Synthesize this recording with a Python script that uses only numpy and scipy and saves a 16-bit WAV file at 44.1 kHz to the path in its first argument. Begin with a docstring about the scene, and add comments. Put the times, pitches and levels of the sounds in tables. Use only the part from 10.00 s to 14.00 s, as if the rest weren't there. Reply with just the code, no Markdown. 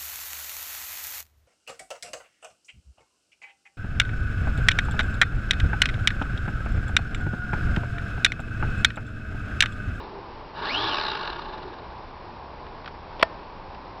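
"""A garden, with a model plane resting on a trampoline. An earlier spin dies away, then one blip of
throttle spins up its four geared electric motors. The gears whine and coast down while the loose
propeller shafts rattle the airframe and the hollow wings drone. A far engine climbs in pitch under the
outdoor rumble. Something plastic clicks in the hand, scuffs and knocks close to the microphone."""
import sys
import numpy as np
from scipy import signal
from scipy.fft import rfft, irfft
from scipy.io import wavfile

SR = 44100
rng = np.random.default_rng(int(sys.argv[2]) if len(sys.argv) > 2 else 0)


def generate_wav(sig):
    """Save sig (samples, or channels by samples) to the path in sys.argv[1] as 16-bit PCM at SR."""
    pcm = np.round(np.clip(np.atleast_2d(sig).T, -1, 1) * 32767).astype(np.int16)
    wavfile.write(sys.argv[1], SR, pcm)


N = 176400
TIME = np.arange(N) / SR


def from_db(db):
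    """Decibels to gain."""
    return 10 ** (np.asarray(db) / 20)


def unit_rms(x):
    """Scale to rms 1."""
    return x / np.sqrt(np.mean(x ** 2) + 1e-20)


def curves(rows):
    """Each column after the time column, interpolated to every sample."""
    times_s, *columns = np.transpose(rows)
    return [np.interp(TIME, times_s, column) for column in columns]


def drift(corner_hz):
    """Low-passed random motion, rms 1."""
    step = 20
    pole = np.exp(-2 * np.pi * corner_hz * step / SR)
    slow = signal.lfilter([1], [1, -2 * pole, pole * pole], rng.standard_normal(N // step + 2002))[2000:]
    return np.interp(np.arange(N) / step, np.arange(len(slow)), unit_rms(slow))


def coloured_noise(spectrum):
    """Noise with the given spectral shape, rms 1."""
    hz, db = np.transpose(spectrum)
    bins_hz = np.maximum(np.arange(N // 2 + 1) * SR / N, 1)
    gain = from_db(np.interp(np.log(bins_hz), np.log(hz), db))
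    return unit_rms(irfft(rfft(rng.standard_normal(N)) * gain, N))


def resonate(x, hz, width_hz):
    """Two-pole band-pass, peak gain 1."""
    r = np.exp(-np.pi * width_hz / SR)
    poles = [1, -2 * r * np.cos(2 * np.pi * hz / SR), r * r]
    return signal.lfilter(np.array([1, 0, -1]) * (1 - r * r) / 2, poles, x)


def ring(x, hz, t60_s):
    """One mode: a unit impulse starts a decaying sine of height 1."""
    r, w = np.exp(-np.log(1000) / (t60_s * SR)), 2 * np.pi * hz / SR
    return signal.lfilter([0, np.sin(w)], [1, -2 * r * np.cos(w), r * r], x + 1e-18)


def decay(start_s, tau_s):
    """Instant onset, exponential fall."""
    return (TIME >= start_s) * np.exp(-np.minimum(abs(TIME - start_s) / tau_s, 50))


def phase(hz):
    """Running phase in radians."""
    return 2 * np.pi * np.cumsum(hz) / SR


# Each row: frequency in Hz, relative noise density in dB.
AIR_SPECTRUM = [(25, 4), (40, -4.5), (70, -4), (105, -9.5), (160, -11), (243, -12.5), (380, -9),
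                (460, -11.5), (600, -10), (690, -11.5), (850, -5), (1030, -6.5), (1330, -18), (1650, -19),
                (1900, -23.5), (2450, -23.5), (3100, -28.5), (4300, -29), (5600, -33)]
AIR_DB, AIR_SWELL_DB = -39, .46


def outdoor_air():
    """Near-steady rumble and hiss."""
    return coloured_noise(AIR_SPECTRUM) * from_db(AIR_DB + AIR_SWELL_DB * drift(2.8))


# Each row: time in seconds, firing rate in Hz, level in dB.
ENGINE_CURVE = [(0, 36, -62), (.9, 45, -52), (1.45, 53, -56), (1.88, 61, -47.5), (2.15, 65, -56),
                (2.6, 74, -57), (2.9, 79, -50), (3.25, 87, -49), (3.5, 89, -61), (4, 96, -58)]
# Each row: multiple of the firing rate, relative level in dB.
ENGINE_HARMONICS = [(1, 0), (2, -4), (3, -10)]


def far_engine():
    """A distant engine gathers speed; each firing harmonic wavers in level."""
    hz, db = curves(ENGINE_CURVE)
    firing = phase(hz * (1 + .015 * drift(8)))
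    return sum(from_db(db + harmonic_db + 2 * drift(1.6)) * np.sin(k * firing)
               for k, harmonic_db in ENGINE_HARMONICS)


THROTTLE_ON_S, THROTTLE_OFF_S, THROTTLE_FADE_S = .5, .9, .08


def coasting():
    """0 under power, 1 with the throttle closed."""
    return np.clip((TIME - THROTTLE_OFF_S) / THROTTLE_FADE_S, 0, 1) + (TIME < THROTTLE_ON_S)


# Each row: time in seconds, shaft speed in turns per second.
SHAFT_SPEED = [(0, 24), (.4, 10), (.545, 12), (.62, 29), (.65, 38), (.667, 51), (.70, 68), (.73, 85),
               (.78, 100), (.83, 111), (.87, 109), (.92, 94), (.96, 86), (1.05, 64), (1.11, 59), (1.2, 48),
               (1.35, 33), (1.6, 21), (2.1, 9)]
SLAP_SHARPNESS, LOADED_SHARE, SLAP_SPREAD_DB = .8, .3, 1.6


def shaft_motion():
    """Speed and slap envelope (rms about 1): a loose shaft slaps once a turn, most when unloaded."""
    shaft_hz, = curves(SHAFT_SPEED)
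    turn = phase(shaft_hz * (1 + .11 * drift(30)))
    depth = SLAP_SHARPNESS * (LOADED_SHARE + (1 - LOADED_SHARE) * coasting())
    pulses = np.exp(depth * np.cos(turn)) / np.sqrt(np.i0(2 * depth))
    return shaft_hz, pulses * from_db(SLAP_SPREAD_DB * drift(40))


# Each row: time in seconds, level in dB before the speed tilt.
RATTLE_ENVELOPE = [(0, -41.5), (.18, -60), (.38, -77), (.535, -57.5), (.56, -37), (.61, -34), (.655, -26.5),
                   (.70, -32.5), (.78, -30.5), (.88, -27.5), (.97, -28.5), (1.15, -30), (1.3, -33.5),
                   (1.5, -40.5), (1.75, -47), (2.1, -61), (2.4, -89)]
# Each row: resonance in Hz, width in Hz, relative gain in dB.
AIRFRAME_MODES = [(180, 180, -15.5), (431, 50, -4), (602, 43, -5), (867, 55, 5.5), (1116, 97, 2),
                  (1260, 69, -1.5), (1422, 54, 0.5), (1689, 140, -2), (2270, 130, -11), (2830, 310, -6.5),
                  (3590, 170, -4), (3996, 346, -4.5), (5070, 370, -12), (5550, 820, -17)]
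CONTACTS_PER_S, CONTACT_SPREAD_DB = 5000, 1.5
GRIND_DB, GRIND_CORNER_HZ = -2, 2200
TILT_DB_PER_OCTAVE, TILT_PIVOT_HZ, FLAT_SHAFT_HZ = 1.5, 1200, 68.4  # tilt per doubling of speed


def shaft_rattle(shaft_hz, slaps):
    """Tiny contacts bunched into slaps, plus an even grind, ring the airframe; duller at low speed."""
    contacts = (rng.random(N) < CONTACTS_PER_S / SR) * rng.choice([-1, 1], N)
    strength = from_db(CONTACT_SPREAD_DB * rng.standard_normal(N))
    chatter = unit_rms(contacts * strength * slaps)
    grind = from_db(GRIND_DB) * rng.standard_normal(N)
    doublings = np.log2(np.maximum(shaft_hz, 20) / FLAT_SHAFT_HZ)
    flat, tilted = 0, 0
    for k, (hz, width_hz, db) in enumerate(AIRFRAME_MODES):
        force = chatter + grind * min(GRIND_CORNER_HZ / hz, 1)
        mode = (-1) ** k * from_db(db) * resonate(force, hz, width_hz)
        flat += mode
        tilted += mode * from_db(TILT_DB_PER_OCTAVE * doublings * np.log2(hz / TILT_PIVOT_HZ))
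    return tilted / np.std(flat) * from_db(curves(RATTLE_ENVELOPE)[0])


# Each row: time in seconds, level in dB.
DRONE_ENVELOPE = [(0, -45), (.18, -43.5), (.36, -64), (.53, -61), (.58, -39), (.68, -57), (.85, -38.5),
                  (1.05, -46), (1.22, -43), (1.45, -49), (1.65, -43), (1.85, -50.5), (2.2, -81)]
DRONE_HZ, DRONE_WIDTH_HZ = 369.5, 120


def wing_drone():
    """The hollow wings hum: noise passed twice through one resonance."""
    band = resonate(rng.standard_normal(N), DRONE_HZ, DRONE_WIDTH_HZ)
    hum = resonate(band, DRONE_HZ, DRONE_WIDTH_HZ)
    return unit_rms(hum) * from_db(curves(DRONE_ENVELOPE)[0])


# Each row: one motor's ratio to the shaft speed, relative level in dB.
MOTOR_MIX = [(1.0, 0), (.96, -5), (1.045, -7), (.89, -12)]
# Each row: multiple of the turning rate, level in dB at full speed.
BLADE_HARMONICS = [(1, -46), (3, -40.5), (4, -42), (7, -44.5), (8, -38.5)]
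BLADE_EXPONENT, COASTING_DB = 1.3, -9


def propellers(shaft_hz):
    """Low blade tones grow with speed; the blades bite less with the throttle closed."""
    tones = 0
    for ratio, motor_db in MOTOR_MIX:
        turn = phase(shaft_hz * ratio * (1 + .015 * drift(25)))
        tones += sum(from_db(db + motor_db) * np.sin(k * turn) for k, db in BLADE_HARMONICS)
    return tones * (shaft_hz / shaft_hz.max()) ** BLADE_EXPONENT * from_db(COASTING_DB * coasting())


# Each row: time in seconds, tooth tone level in dB, level of its octave in dB.
WHINE_ENVELOPES = [(.56, -75, -75), (.64, -35, -48), (.69, -36, -39), (.73, -29, -42), (.80, -32, -60),
                   (.87, -35.5, -60), (.95, -32.5, -46), (1.01, -44, -45), (1.07, -46, -34),
                   (1.12, -48, -40), (1.17, -52, -52), (1.6, -80, -80)]
GEAR_TEETH, PITCH_WAVER, FLUTTER_DB = 32, .026, 2.5


def gear_whine(shaft_hz, slaps):
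    """Each gear pair sings unsteadily at its tooth rate and the octave, pulsing with the shaft."""
    tooth, octave = 0, 0
    for ratio, motor_db in MOTOR_MIX:
        mesh = GEAR_TEETH * phase(shaft_hz * ratio * (1 + PITCH_WAVER * drift(140)))
        grip = from_db(motor_db + FLUTTER_DB * drift(100))
        tooth += grip * np.sin(mesh)
        octave += grip * np.sin(2 * mesh)
    tooth_db, octave_db = curves(WHINE_ENVELOPES)
    return slaps * (unit_rms(tooth) * from_db(tooth_db) + unit_rms(octave) * from_db(octave_db))


# Each row: start in seconds, relative level in dB.
CLICK_EVENTS = [(2.6657, -36), (2.845, -35), (2.8587, -24), (2.8767, -24), (3.1331, -41), (3.7472, -31)]
# Each row: frequency in Hz, relative noise density in dB.
CLICK_SPECTRUM = [(150, -34.5), (230, 4), (500, -10), (1400, 10.5), (2000, 4.5), (3000, 0.5), (5500, -11)]
CLICK_DECAY_S = .0044


def hand_clicks():
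    """Plastic clicks in the hand: short bursts of noise."""
    envelope = sum(from_db(db) * decay(start_s, CLICK_DECAY_S) for start_s, db in CLICK_EVENTS)
    return .5 * coloured_noise(CLICK_SPECTRUM) * envelope


# Each row: time in seconds, level in dB.
SCUFF_ENVELOPE = [(3.19, -90.5), (3.196, -32), (3.206, -45), (3.214, -29.5), (3.223, -49.5), (3.227, -8.5),
                  (3.232, -17.5), (3.24, -87)]
# Each row: frequency in Hz, relative noise density in dB.
SCUFF_SPECTRUM = [(100, -8), (300, -11), (700, 0), (1300, -7), (2000, -8), (3000, -2), (3700, -6),
                  (4300, -15), (5500, -17)]


def scuff():
    """Plastic scuffs along into the hard knock."""
    return coloured_noise(SCUFF_SPECTRUM) * from_db(curves(SCUFF_ENVELOPE)[0])


# Each row: start in seconds, relative level in dB, contact softness in seconds.
KNOCK_EVENTS = [(3.198, -10, .0005), (3.2278, 1.5, .00002), (3.22943, -3.5, .00002)]
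# Each row: frequency in Hz, relative gain in dB, T60 in seconds.
CASE_MODES = [(529, -9.5, 0.015), (664, -15, 0.045), (968, -10, 0.038), (1452, -6, 0.017),
              (1834, -6.5, 0.0081), (2350, -16.5, 0.0062), (3080, -12.5, 0.0069), (3530, -33, 0.003),
              (4400, -14, 0.0053), (4880, -22.5, 0.005), (840, -28, 0.1), (1810, -37, 0.13)]
TAIL_DB, TAIL_DECAY_S, CASE_LOW_HZ = -47, .025, 300


def knock():
    """A soft touch, then a hard blow and rebound, ring a small plastic case; each has a noisy tail."""
    force, tail = 0, 0
    for start_s, db, soft_s in KNOCK_EVENTS:
        push = decay(start_s, soft_s / 2) * np.clip(TIME - start_s, 0, 20 * soft_s)
        force += from_db(db) * push / push.sum()
        tail += from_db(db + TAIL_DB) * decay(start_s, TAIL_DECAY_S)
    body = sum((-1) ** k * from_db(db) * ring(force, hz, t60_s)
               for k, (hz, db, t60_s) in enumerate(CASE_MODES))
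    # A small case radiates little bass.
    body = signal.sosfilt(signal.butter(2, CASE_LOW_HZ, "high", fs=SR, output="sos"), body)
    return body + tail * unit_rms(resonate(rng.standard_normal(N), hz=1100, width_hz=2600))


def scene():
    """Garden, plane and hand, in mono."""
    garden = outdoor_air() + far_engine()
    shaft_hz, slaps = shaft_motion()
    airframe = shaft_rattle(shaft_hz, slaps) + wing_drone()
    drive = propellers(shaft_hz) + gear_whine(shaft_hz, slaps)
    hand = hand_clicks() + scuff() + knock()
    return (garden + airframe + drive + hand)[None]


MIC_LOW_HZ, MIC_TOP_HZ, OUTPUT_TOP_HZ = 22, 5557, 17000
CEILING, KNEE_EXPONENT = .72, 24


def record(dry):
    """A narrow-band microphone channel; the knock overloads it."""
    narrow = signal.sosfilt(signal.butter(30, MIC_TOP_HZ, fs=SR, output="sos"), dry)
    narrow = signal.sosfilt(signal.butter(4, MIC_LOW_HZ, "high", fs=SR, output="sos"), narrow)
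    limited = narrow / (1 + abs(narrow / CEILING) ** KNEE_EXPONENT) ** (1 / KNEE_EXPONENT)
    return signal.sosfilt(signal.cheby2(12, 70, OUTPUT_TOP_HZ, fs=SR, output="sos"), limited)


dry = scene()
out = record(dry)
generate_wav(out)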